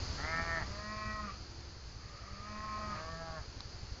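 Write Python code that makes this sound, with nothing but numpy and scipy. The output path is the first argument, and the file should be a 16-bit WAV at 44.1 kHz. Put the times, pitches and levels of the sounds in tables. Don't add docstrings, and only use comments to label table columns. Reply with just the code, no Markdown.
import sys
import numpy as np
from scipy import signal
from scipy.fft import rfft, irfft, next_fast_len
from scipy.io import wavfile
from scipy.ndimage import map_coordinates

SR = 44100
rng = np.random.default_rng(int(sys.argv[2]) if len(sys.argv) > 2 else 0)


def master(y):
    cut = np.clip(np.atleast_2d(y).T, -1, 1)
    pcm = np.round(cut * 32767)
    wavfile.write(sys.argv[1], SR, pcm.astype(np.int16))


N = 176400


def amp(db):
    return 10 ** (np.asarray(db) / 20)


def unit(x):
    return x / np.sqrt(np.mean(x ** 2) + 1e-20)


def clock():
    return np.arange(N) / SR


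def along(points, hz):
    point_hz, db = np.transpose(points)
    return amp(np.interp(np.log(hz + 1), np.log(point_hz + 1), db))


def peak(hz, centre_hz, half_width_hz):
    return 1 / (1 + ((hz - centre_hz) / half_width_hz) ** 2)


def curves(rows):
    times_s, *columns = np.transpose(rows)
    return [np.interp(clock(), times_s, column) for column in columns]


def wobble(rate_hz):
    return map_coordinates(rng.standard_normal(4000), [clock() * rate_hz], mode="wrap")


def swell(start_s, length_s):
    return np.sin(np.pi * np.clip((clock() - start_s) / length_s, 0, 1))


def filtered(x, gain):
    size = 2 * next_fast_len(N // 2 + 8192)
    hz = np.fft.rfftfreq(size, 1 / SR)
    cepstrum = irfft(np.log(np.maximum(gain(hz), 1e-6)))
    cepstrum[1:size // 2] *= 2
    cepstrum[size // 2 + 1:] = 0
    return irfft(rfft(x, size) * np.exp(rfft(cepstrum)))[:N]


def noise(spectrum):
    return unit(filtered(rng.standard_normal(N), lambda f: along(spectrum, f)))


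# (frequency [Hz], gain [dB])
HISS_SPECTRUM = [(1650, -39.5), (2800, -34), (3170, -21), (3540, -8.5), (3900, -5), (4140, 3), (4610, 7.5),
                 (5100, 4), (5610, -5.5), (6150, -0.5), (6630, -4.5), (6870, -4.5), (7270, -20),
                 (9450, -75.5), (16000, -120)]
# (time [s], level [dB])
HISS_ENVELOPE = [(0.04, -47.5), (0.45, -51), (0.78, -52.5), (1.79, -57.5), (2.32, -57.5), (2.98, -54),
                 (3.28, -56), (3.96, -56)]


def hiss():
    return amp(curves(HISS_ENVELOPE)[0]) * noise(HISS_SPECTRUM)


# (frequency [Hz], gain [dB])
AIR_SPECTRUM = [(88, -29), (150, -6.5), (206, -7.5), (344, -7.5), (568, -11.5), (648, -12.5), (1270, -13.5),
                (1320, -13), (3500, -21), (4550, -30), (7700, -120)]
# (frequency [Hz], gain [dB])
RUMBLE_SPECTRUM = [(15, -3), (40, -5), (70, 5.5), (130, -6), (200, -18.5), (400, -37)]
# (time [s], gain [dB])
WIND_ENVELOPE = [(0, -48), (.5, -49), (.8, -54), (1.3, -55), (1.8, -58), (2.3, -58), (2.9, -54), (3.5, -56),
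                 (4, -56)]


def wind():
    envelope = amp(curves(WIND_ENVELOPE)[0] + 0.23 * wobble(21))
    rumble = amp(4 + 2 * wobble(10)) * noise(RUMBLE_SPECTRUM)
    return envelope * (noise(AIR_SPECTRUM) + rumble)


# (frequency [Hz], gain [dB])
BUMP_SPECTRUM = [(30, -25.5), (140, -5), (250, -1.5), (400, -36.5), (800, -48)]


def wind_bump():
    return noise(BUMP_SPECTRUM) * amp(-49) * swell(start_s=0.355, length_s=0.1)


# (time [s], nominal peak [dB])
THROB_ENVELOPE = [(0, -43), (.6, -41), (1.1, -36), (1.5, -40.5), (2.6, -41), (4, -38)]
# (time [s], lag [s])
THROB_DRIFT = [(0, -.003), (.4, -.01), (.9, -.002), (1.2, -.011), (1.55, -.015), (2, -.011), (3.1, .007),
               (3.5, -.006), (4, -.012)]
# (time [s], peak [dB])
EXTRA_THUMPS = [(.076, -37), (.339, -39), (.428, -34), (1.06, -41), (3.922, -39)]


def throb(start_s=0.078, period_s=0.0897, pair_gap_s=0.018, tone_hz=70, sigma_s=0.0038):
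    t, out, thumps = clock(), np.zeros(N), list(EXTRA_THUMPS)
    for k, (late, first, second) in enumerate(rng.standard_normal((44, 3))):
        at_s = start_s + k * period_s
        at_s += np.interp(at_s, *np.transpose(THROB_DRIFT)) + 0.001 * late
        db = np.interp(at_s, *np.transpose(THROB_ENVELOPE))
        thumps += [(at_s, db + 1.2 * first), (at_s + pair_gap_s, db - 1 + 2 * second)]
    for at_s, db in thumps:
        near = abs(t - at_s) < period_s / 2
        offset_s = t[near] - at_s
        window = np.exp(-(offset_s / sigma_s) ** 2 / 2)
        out[near] += amp(db) * window * np.cos(2 * np.pi * tone_hz * offset_s)
    return out


# (frequency [Hz], gain [dB])
TICK_SPECTRUM = [(300, -11), (1000, -4), (2500, -25.5), (4000, 4), (5000, 2.5), (7000, -27)]


def tick(at_s=3.6055, level_db=-33, decay_s=0.0014):
    age_s = clock() - at_s
    return amp(level_db) * noise(TICK_SPECTRUM) * (age_s >= 0) * np.exp(-abs(age_s) / decay_s)


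# (start [s], length [s], start pitch [Hz], end pitch [Hz], peak [dB])
DISTANT_CALLS = [(1.444, 0.33, 348, 337, -61), (2.025, 0.22, 570, 600, -65), (2.17, 0.13, 590, 752, -63)]


def far_moos():
    out = np.zeros(N)
    for start_s, length_s, start_hz, end_hz, db in DISTANT_CALLS:
        glide_hz = np.interp(clock(), [start_s, start_s + length_s], [start_hz, end_hz])
        pitch_hz = glide_hz * (1 + 0.016 * wobble(43))
        out += amp(db) * swell(start_s, length_s) * np.sin(2 * np.pi * np.cumsum(pitch_hz) / SR)
    return out


def ground_scatter(x, t60_s=0.4, level_db=-14):
    t = np.arange(SR // 2) / SR
    tail = rng.standard_normal(len(t)) * amp(-60 * t / t60_s)
    return amp(level_db) * signal.fftconvolve(x, tail / np.linalg.norm(tail))[:N]


def gate(call, attack_s=0.017, release_s=0.026):
    attack = np.clip(1 + (clock() - call[0][0]) / attack_s, 0, 1)
    release = np.clip(1 - (clock() - call[-1][0]) / release_s, 0, 1)
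    return attack * release


def vocal_folds(pitch_hz, jitter, slack_jitter, waver=0.002):
    slack = (1 - pitch_hz / pitch_hz.max()) * (np.arange(N) > pitch_hz.argmax())
    drift = waver * wobble(14) + (jitter + slack_jitter * slack) * wobble(170)
    return 2 * np.pi * np.cumsum(pitch_hz * (1 + drift)) / SR, slack


def pulses(phase, weight, count=18, swing_db=3.5):
    harmonics = sum(weight(k) * amp(swing_db * wobble(11)) * np.cos(k * phase)
                    for k in range(1, count + 1))
    return np.sqrt(2) * harmonics * amp(1.4 * wobble(45))


def puffs(phase):
    return unit(rng.standard_normal(N) * (1 + np.cos(phase)) ** 2)


# (start [s], length [s], lower resonance [dB], upper resonance [dB])
VOICE_BREAKS = [(1.228, 0.15, -53, -60), (1.904, 0.77, -60, -67.5), (2.916, 0.12, -50, -58.5)]


def squeals(lower_hz=1232, upper_hz=2310):
    lower = unit(filtered(rng.standard_normal(N), lambda f: peak(f, lower_hz, half_width_hz=50)))
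    upper = unit(filtered(rng.standard_normal(N), lambda f: peak(f, upper_hz, half_width_hz=390)))
    return sum(swell(start_s, length_s) * (amp(lower_db) * lower + amp(upper_db) * upper)
               for start_s, length_s, lower_db, upper_db in VOICE_BREAKS)


# (time [s], pitch [Hz], low harmonics [dB], treble [dB], hum [dB], throat resonance [Hz])
HIGH_CALL_1 = [(0.55, 186, -70, -70, -57, 1100), (0.68, 197, -63, -65, -55, 1100),
               (0.8, 208, -55.5, -58, -54, 1180), (0.915, 212.7, -52.5, -54.5, -53, 1170),
               (1.1, 213.7, -53, -51.5, -53, 1170), (1.195, 211.5, -51, -60, -52.5, 1060),
               (1.256, 207, -53, -61, -52, 1130), (1.3, 193, -57, -61, -64, 1190)]
HIGH_CALL_2 = [(2.0, 182, -81, -82, -73, 1230), (2.2, 189, -73, -73.5, -70, 1230),
               (2.33, 195.4, -70, -67, -56.5, 1230), (2.42, 203.5, -63, -71, -63, 1235),
               (2.47, 210.2, -56.5, -62, -55, 1140), (2.68, 213.7, -47.5, -57, -55.5, 1150),
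               (2.79, 211.5, -47, -58.5, -53, 1130), (2.88, 209.8, -50, -62, -55, 1195),
               (2.94, 205, -51, -59, -58, 1235), (3.0, 191, -56, -60.5, -65.5, 1170)]
# (frequency [Hz], gain [dB])
HIGH_THROAT_RESPONSE = [(210, -24.5), (425, -30), (620, -19), (850, -18.5), (1060, -4), (1280, -5.5),
                        (1490, -8), (1700, -8), (1920, 0.5), (2130, -14), (2340, -4), (2560, -9.5),
                        (2800, -31.5), (3500, -35)]
# (frequency [Hz], gain [dB])
RASP_SPECTRUM = [(100, -8), (300, -39), (600, 1), (900, -8.5), (1220, 10), (1500, -5.5), (1800, 5.5),
                 (2350, -5.5), (2800, -12), (4000, -46)]


def high_call(call, rasp_db, rasp_growth, jitter, slack_jitter, treble_hz=1390, hum_third_db=-7):
    pitch_hz, low_db, treble_db, hum_db, resonance_hz = curves(call)
    phase, slack = vocal_folds(pitch_hz, jitter, slack_jitter)

    def weight(k):
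        lift = 1 + 3.63 * peak(k * pitch_hz, resonance_hz, half_width_hz=59.6)
        return amp(low_db if k * pitch_hz.max() < treble_hz else treble_db) * lift

    voice = filtered(pulses(phase, weight), lambda f: along(HIGH_THROAT_RESPONSE, f))
    hum = amp(hum_db) * pulses(phase, lambda k: (k == 1) + (k == 3) * amp(hum_third_db), count=3)
    rasp_gain = amp(rasp_db + rasp_growth * (treble_db - treble_db.max()) + 5 * np.tanh(10 * slack))
    rasp = unit(filtered(puffs(phase), lambda f: along(RASP_SPECTRUM, f)))
    return gate(call) * (voice + hum + rasp_gain * rasp)


# (time [s], pitch [Hz], source level [dB])
LOW_CALL_1 = [(0.18, 134, -54), (0.215, 145, -48), (0.258, 156.6, -45), (0.31, 162.2, -43),
              (0.416, 166.1, -44), (0.536, 165.5, -45), (0.576, 163.2, -45), (0.6, 155.5, -47.5),
              (0.62, 144, -51), (0.64, 135, -60)]
LOW_CALL_2 = [(2.78, 135, -61), (2.86, 142.5, -68.5), (3.0, 157.7, -55.5), (3.1, 162.7, -55.5),
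              (3.21, 164.4, -56.5), (3.3, 161.9, -57), (3.38, 156.5, -55), (3.425, 138, -70)]
# (frequency [Hz], gain [dB])
LOW_THROAT_1 = [(160, -8.5), (330, -39.5), (495, -27), (660, -7), (825, -6.5), (990, -13.5), (1160, -9),
                (1325, -2.5), (1490, -14.5), (1655, -4), (1825, -1.5), (1990, -8), (2150, -11.5),
                (2330, -15.5), (2600, -38.5), (3500, -37.5)]
LOW_THROAT_2 = [(160, 1.5), (325, -21), (490, -8.5), (655, 2), (820, -3.5), (985, -8.5), (1145, 2),
                (1310, -4.5), (1475, -10.5), (1640, -2.5), (1800, -4.5), (1960, -29), (2130, -14),
                (2500, -33), (3500, -35.5)]


def low_call(call, throat, rasp_ratio_db, slack_rasp_db, jitter, slack_jitter, uneven):
    pitch_hz, source_db = curves(call)
    phase, slack = vocal_folds(pitch_hz, jitter, slack_jitter)
    voice = pulses(phase, lambda k: 1) * (1 + uneven * wobble(25) * np.cos(phase / 2))
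    rasp = amp(rasp_ratio_db + slack_rasp_db * np.tanh(10 * slack)) * puffs(phase)
    source = (voice + rasp) * amp(source_db) * gate(call)
    return filtered(source, lambda f: along(throat, f))


def scene():
    calls = low_call(LOW_CALL_1, LOW_THROAT_1, rasp_ratio_db=3, slack_rasp_db=8,
                     jitter=0.0063, slack_jitter=0.12, uneven=0.24)
    calls += low_call(LOW_CALL_2, LOW_THROAT_2, rasp_ratio_db=1.5, slack_rasp_db=-4,
                      jitter=0.0063, slack_jitter=0.03, uneven=0.11)
    calls += high_call(HIGH_CALL_1, rasp_db=-58, rasp_growth=0.13, jitter=0.0011, slack_jitter=0.047)
    calls += high_call(HIGH_CALL_2, rasp_db=-56, rasp_growth=0.4, jitter=0.0028, slack_jitter=0.2)
    calls += squeals()
    scatter = ground_scatter(calls)
    background = far_moos() + throb() + hiss() + wind() + wind_bump() + tick()
    return (calls + scatter + background)[None]


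def record(dry):
    cutoff_hz = 7350
    return signal.sosfilt(signal.ellip(10, 0.1, 90, cutoff_hz, fs=SR, output="sos"), dry)


dry = scene()
out = record(dry)
master(out)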